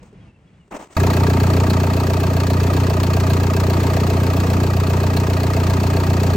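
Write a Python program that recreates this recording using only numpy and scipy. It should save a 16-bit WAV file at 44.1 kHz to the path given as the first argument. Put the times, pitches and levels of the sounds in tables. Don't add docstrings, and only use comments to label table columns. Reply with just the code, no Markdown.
import sys
import numpy as np
from scipy import signal
from scipy.fft import rfft, irfft, next_fast_len
from scipy.io import wavfile
from scipy.ndimage import map_coordinates

SR = 44100
rng = np.random.default_rng(int(sys.argv[2]) if len(sys.argv) > 2 else 0)


def master(y):
    cut = np.clip(np.atleast_2d(y).T, -1, 1)
    pcm = np.round(cut * 32767)
    wavfile.write(sys.argv[1], SR, pcm.astype(np.int16))


N = 280476

FIRING_HZ, CYCLE_START_S, CUT_S = 30.0, .9594, .9662
# knock_delay_ms, knock_db, injector_tick_db, exhaust_db
CYLINDER_STROKES = [(7, -1.5, -3, 0), (6.5, 0, 0, -.5), (5.5, .5, 3, .5), (6, 1, -.5, 0)]


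def amp(db):
    return 10 ** (np.asarray(db) / 20)


def unit(x):
    return x / np.sqrt(np.mean(x ** 2) + 1e-20)


def along(points, hz):
    f, v = np.transpose(points)
    return np.interp(np.log(hz + 1), np.log(f + 1), v)


def curves(rows):
    s, *cols = np.transpose(rows)
    return [np.interp(np.arange(N) / SR, s, c) for c in cols]


def wobble(rate):
    return map_coordinates(rng.standard_normal(int(N * rate / SR) + 4), [np.arange(N) * rate / SR])


def filtered(x, response):
    m = 2 * next_fast_len(N // 2 + SR // 4)
    return irfft(rfft(x, m) * response(np.fft.rfftfreq(m, 1 / SR)), m)[..., :N]


def causal(gain):
    cepstrum = irfft(np.log(gain + 1e-6))
    cepstrum[1:len(gain) - 1] *= 2
    cepstrum[len(gain):] = 0
    return np.exp(rfft(cepstrum))


def stereo(pair, spectrum=((100, 0),)):
    # frequency_hz, correlation
    coherence = [(100, .995), (350, .95), (700, .78), (1400, .52), (3000, .62), (6000, .6), (8700, .75),
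                 (10000, .97), (12000, .98), (14000, .85)]
    angle = lambda hz: np.arccos(np.clip(along(coherence, hz), -1, 1)) / 2
    shares = lambda hz: [np.cos(angle(hz)), np.sin(angle(hz))]
    mid, side = filtered(pair, lambda hz: amp(along(spectrum, hz)) * shares(hz))
    return unit(np.array([mid + side, mid - side]))


def train(seconds, sizes):
    at = np.round(seconds * SR).astype(int)
    return np.bincount(at, sizes, N + SR)[:N]


def yard():
    # frequency_hz, density_db
    spectrum = [(15, -43), (25, -8), (65, 0.5), (193, 0), (235, -7.5), (957, -25), (2380, -26),
                (2690, -26.5), (3620, -36), (9000, -46), (11700, -82), (19800, -120)]
    # time_s, level_db
    envelope = [(0.0, -44.5), (0.072, -47.5), (0.122, -50), (0.146, -48), (0.282, -44), (0.322, -51),
                (0.69, -53.5), (0.7, -58)]
    level_db = curves(envelope)[0] + 2.6 * wobble(11.6)
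    return amp(level_db) * stereo(rng.standard_normal((2, N)), spectrum)


def boot():
    # time_s, thud_db, grit_db
    strokes = [
        [(0, -75, -93), (.03, -53, -58), (.09, -62, -63), (.15, -63, -84)],
        [(.705, -71.5, -72), (.714, -32, -44), (.73, -31.5, -50), (.75, -28, -43), (.772, -30.5, -38.5),
         (.782, -38, -49.5), (.805, -35.5, -46.5), (.84, -43.5, -48), (.85, -49.5, -54), (.9, -50, -61),
         (.92, -51.5, -49), (.96, -53, -48)],
    ]
    # start_s, level_db, pitch_hz
    taps = [(0.029, -38.5, 490), (0.129, -36.5, 412), (0.679, -49, 401)]
    thud_db, grit_db = curves(strokes[0] + strokes[1])
    t = np.arange(N) / SR
    grains = rng.standard_normal((2, 2, N)) * amp(2.8 * wobble(150))
    thud = stereo(grains[0], [(120, -15), (300, 0), (480, -5), (900, -4.5), (1500, -14.5),
                              (2800, -22), (4000, -45)])
    grit = stereo(grains[1], [(1200, 4), (2800, -2), (4500, -7), (8000, 0), (11000, -30), (15000, -18)])
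    out = amp(thud_db) * thud + amp(grit_db) * grit
    for start_s, level_db, pitch_hz in taps:
        age = np.maximum(t - start_s, 0)
        ring = np.sin(2 * np.pi * pitch_hz * age) * amp(-60 * age / .08)
        crunch = 0.13 * grit * amp(-60 * age / .03)
        out += (t > start_s) * amp(level_db - 3) * (ring + crunch)
    return out


def birds():
    # start_s, length_s, start_hz, end_hz, level_db
    notes = [(.145, .03, 3400, 3350, -69), (.2, 0.046, 3300, 3250, -64), (0.256, 0.064, 2890, 2600, -60),
             (0.338, 0.04, 2700, 2670, -63), (.47, .03, 3350, 3350, -68), (0.525, .05, 3350, 3450, -70),
             (0.594, 0.052, 3000, 2730, -61)]
    out, t = np.zeros(N), np.arange(N) / SR
    for start_s, length_s, start_hz, end_hz, level_db in notes:
        progress = np.clip((t - start_s) / length_s, 0, 1)
        phase = 2 * np.pi * length_s * progress * (start_hz + (end_hz - start_hz) * progress / 2)
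        out += amp(level_db + 3.7 * wobble(118)) * np.sin(np.pi * progress) * np.sin(phase)
    return out


def firings():
    k = np.arange(-4, int((N / SR - CYCLE_START_S) * FIRING_HZ) + 1)
    return CYCLE_START_S + k / FIRING_HZ, np.array(CYLINDER_STROKES)[k % 4].T


def exhaust():
    # multiple, level_db
    harmonics = [(1, -60), (2, -12.5), (3, 0.5), (4, -5.5), (5, -8), (6, -15.5), (7, -12.5), (8, -20),
                 (9, -13), (10, -23.5), (11, -29.5), (12, -24.5)]
    start_s, (_, _, _, level_db) = firings()
    scatter = rng.standard_normal((len(start_s), 3))
    start_s = start_s + 0.00022 * scatter[:, 0]
    orders = [(k * FIRING_HZ, db) for k, db in harmonics]
    pipe = [(14, -112)] + orders[:5] + [(200, -37), (1000, -86.5)]
    intake = [(10, -91), (140, -34.5)] + orders[5:] + [(600, -32), (2000, -96)]
    duct = lambda pulses, spectrum: filtered(pulses, lambda hz: causal(amp(along(spectrum, hz))))
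    beat = duct(train(start_s - .010, amp(level_db + .8 * scatter[:, 1])), pipe)
    gulp = duct(train(start_s - .011, amp(level_db + 1.5 * scatter[:, 2])), intake)
    return unit(beat + gulp)


def fan():
    # frequency_hz, density_db
    spectrum = [(18, -44), (30, -22), (100, -12.5), (250, -10), (400, -11.5), (540, -16), (900, -19.5),
                (1430, -28.5), (2300, -32), (4420, -39.5), (7300, -40.5), (8600, -44.5), (11100, -57),
                (13000, -41.5), (16000, -57.5)]
    return amp(-10.5 + wobble(6)) * stereo(rng.standard_normal((2, N)), spectrum)


def whine():
    band = [(2300, -40), (2470, -2), (2520, 6), (2570, -11), (2750, -37)]
    return amp(-33.5) * stereo(rng.standard_normal((2, N)), band)


def bursts(start_s, level_db, hold_s, t60_s):
    t = np.arange(SR // 15) / SR
    shape = (1 - np.exp(-t / 0.0011)) * amp(-60 * np.maximum(t - hold_s, 0) / t60_s)
    return signal.fftconvolve(train(start_s, amp(level_db)), shape)[:N]


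def cyclic_force():
    cycle = round(len(CYLINDER_STROKES) * SR / FIRING_HZ)
    shapes = rng.standard_normal((2, 2, cycle))[..., np.arange(N) % cycle]
    drift = .7 * wobble(.7)
    return shapes[0] * np.cos(drift) + shapes[1] * np.sin(drift)


def block_ring(blows, position):
    # pitch_hz, width_hz, first_spot_db, last_spot_db
    modes = [(708, 110, -5, -6.5), (910, 58, 3, -0.5), (1159, 52, -1.5, -2), (1319, 100, -5, -6),
             (1634, 118, -6, -9.5), (2118, 140, -10, -20.5), (2600, 150, -11, -9.5)]

    def response(hz, spot):
        return sum((-1) ** k * amp(spot_db[spot]) * 1j * hz * width / (pitch**2 - hz**2 + 1j * hz * width)
                   for k, (pitch, width, *spot_db) in enumerate(modes))

    first, last = (filtered(blows, lambda hz: response(hz, spot)) for spot in (0, 1))
    return stereo((1 - position) * first + position * last)


def knock(position):
    # frequency_hz, density_db
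    spectrum = [(410, -31), (700, -1), (920, 12), (1150, 9.5), (1420, -11), (1620, 2), (2000, -6),
                (2560, -12), (3370, -19), (4430, -16), (6300, -22), (7300, -16), (8500, -26),
                (11200, -25.5), (13500, -24.5), (16000, -25.5)]
    start_s, (delay_ms, knock_db, tick_db, _) = firings()
    scatter = rng.standard_normal((len(start_s), 5))
    start_s = start_s + delay_ms / 1000 + .0003 * scatter[:, 0]
    grit = rng.standard_normal((6, N)) * amp(1.45 * wobble(900))
    rattle = bursts(start_s, knock_db + 1.1 * scatter[:, 1], hold_s=0.0043, t60_s=0.06)
    ticks = bursts(start_s - 0.0012, tick_db + 0.6 * scatter[:, 2], hold_s=0.0017, t60_s=0.058)
    tinks = bursts(start_s + 0.00052, knock_db + 3 * scatter[:, 4], hold_s=0.0051, t60_s=0.067)
    blows = bursts(start_s + 0.0009, knock_db + scatter[:, 3], hold_s=0.0054, t60_s=0.062)
    lowpass = lambda hz: 1 / (1 + (hz / 9000) ** 8)
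    low_shelf = lambda hz: 1 - .9 / (1 + (hz / 2600) ** 4)
    clatter = filtered(rattle * grit[:2], lowpass)
    clatter += filtered(ticks * grit[2:4], lambda hz: 1 - lowpass(hz))
    clatter = stereo(filtered(clatter, low_shelf), spectrum)
    ring = block_ring(blows * cyclic_force(), position)
    injector_body = [(3700, -10), (4200, 0.5), (4550, 0), (4800, -10), (5300, -16)]
    injectors = stereo(tinks * grit[4:], injector_body)
    return amp(-18.5) * clatter + amp(-18) * ring + amp(-25) * injectors


def thumps():
    # offset_ms, pitch_hz, t60_s, rise_s, level_db
    blows = [(23.53, 400, 0.033, 0.0026, -10.5), (56.49, 417, 0.032, 0.0031, 4),
             (88.7, 385, 0.051, 0.0014, -8), (123, 411, 0.037, 0.0022, 0),
             (11.07, 640, 0.056, 0.0018, -4.5), (77, 660, 0.044, 0.0014, -3),
             (115.6, 1300, 0.026, 0.0019, -9), (5.47, 1230, 0.037, .002, -2.5),
             (12.65, 1900, 0.067, 0.0033, -18), (40, 1200, 0.03, 0.0011, -8), (80, 940, 0.049, 0.004, -9.5),
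             (40, 1650, 0.051, 0.0028, -12.5), (75.3, 1620, 0.052, .002, -13.5),
             (42.85, 2620, 0.076, .002, -25.5), (75, 2620, 0.06, 0.0025, -18)]
    out, t = np.zeros(N), np.arange(SR // 10) / SR
    cycle_s = firings()[0][::4]
    for offset_ms, pitch_hz, t60_s, rise_s, level_db in blows:
        scatter = rng.standard_normal((len(cycle_s), 2))
        ring = np.sin(2 * np.pi * pitch_hz * t) * amp(-60 * t / t60_s) * (1 - np.exp(-t / rise_s)) ** 2
        hits = train(cycle_s + offset_ms / 1000 + .00008 * scatter[:, 0], amp(level_db + 1.2 * scatter[:, 1]))
        out += signal.fftconvolve(hits, ring)[:N]
    delayed = np.roll(out, round(0.002127 * SR))
    return stereo(np.array([out, delayed]))


def engine():
    # time_s, engine_db, block_relative_db, position (0 first spot, 1 last)
    path = [(.967, -13.5, -8.5, 0), (1.02, -13.5, -10.5, 0), (1.4, -13.5, -12, 0), (2.2, -15.5, -10.5, 0.8),
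            (3, -14.5, -11.5, 1), (3.8, -15, -11, 0.5), (4.6, -15, -12, 0.7), (5.4, -15.5, -11, 0.67),
            (6.36, -14.5, -12, 0.7)]
    engine_db, block_db, position = curves(path)
    steady = fan() + whine()
    mechanical = amp(block_db + 10) * (amp(-12.0) * thumps() + knock(position))
    gate = np.clip((np.arange(N) / SR - CUT_S) / .001, 0, 1)
    return gate * amp(engine_db) * (amp(-1.5) * exhaust() + steady + mechanical)


def scene():
    return (yard() + birds() + boot()) * (np.arange(N) / SR < CUT_S) + engine()


def record(dry):
    # frequency_hz, level_db
    level_difference = [(60, 0), (250, .2), (640, 1.2), (1400, 1), (2500, .3), (5000, 2), (9000, .3),
                        (15000, 0)]
    # frequency_hz, phase_rad
    phase_difference = [(20, 0), (600, -.2), (1640, 1.3), (1890, .2), (2760, .6), (6630, .6), (7490, 2.4),
                        (8100, 6.2), (9470, 6), (9910, 3.14), (12100, 3.14), (13200, .1)]
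    top_hz = 16100
    ratio = lambda hz: amp(along(level_difference, hz)) * np.exp(1j * along(phase_difference, hz))
    half_each = np.array([[.5], [-.5]])
    return filtered(dry, lambda hz: ratio(hz) ** half_each * (hz < top_hz))


dry = scene()
out = record(dry)
master(out)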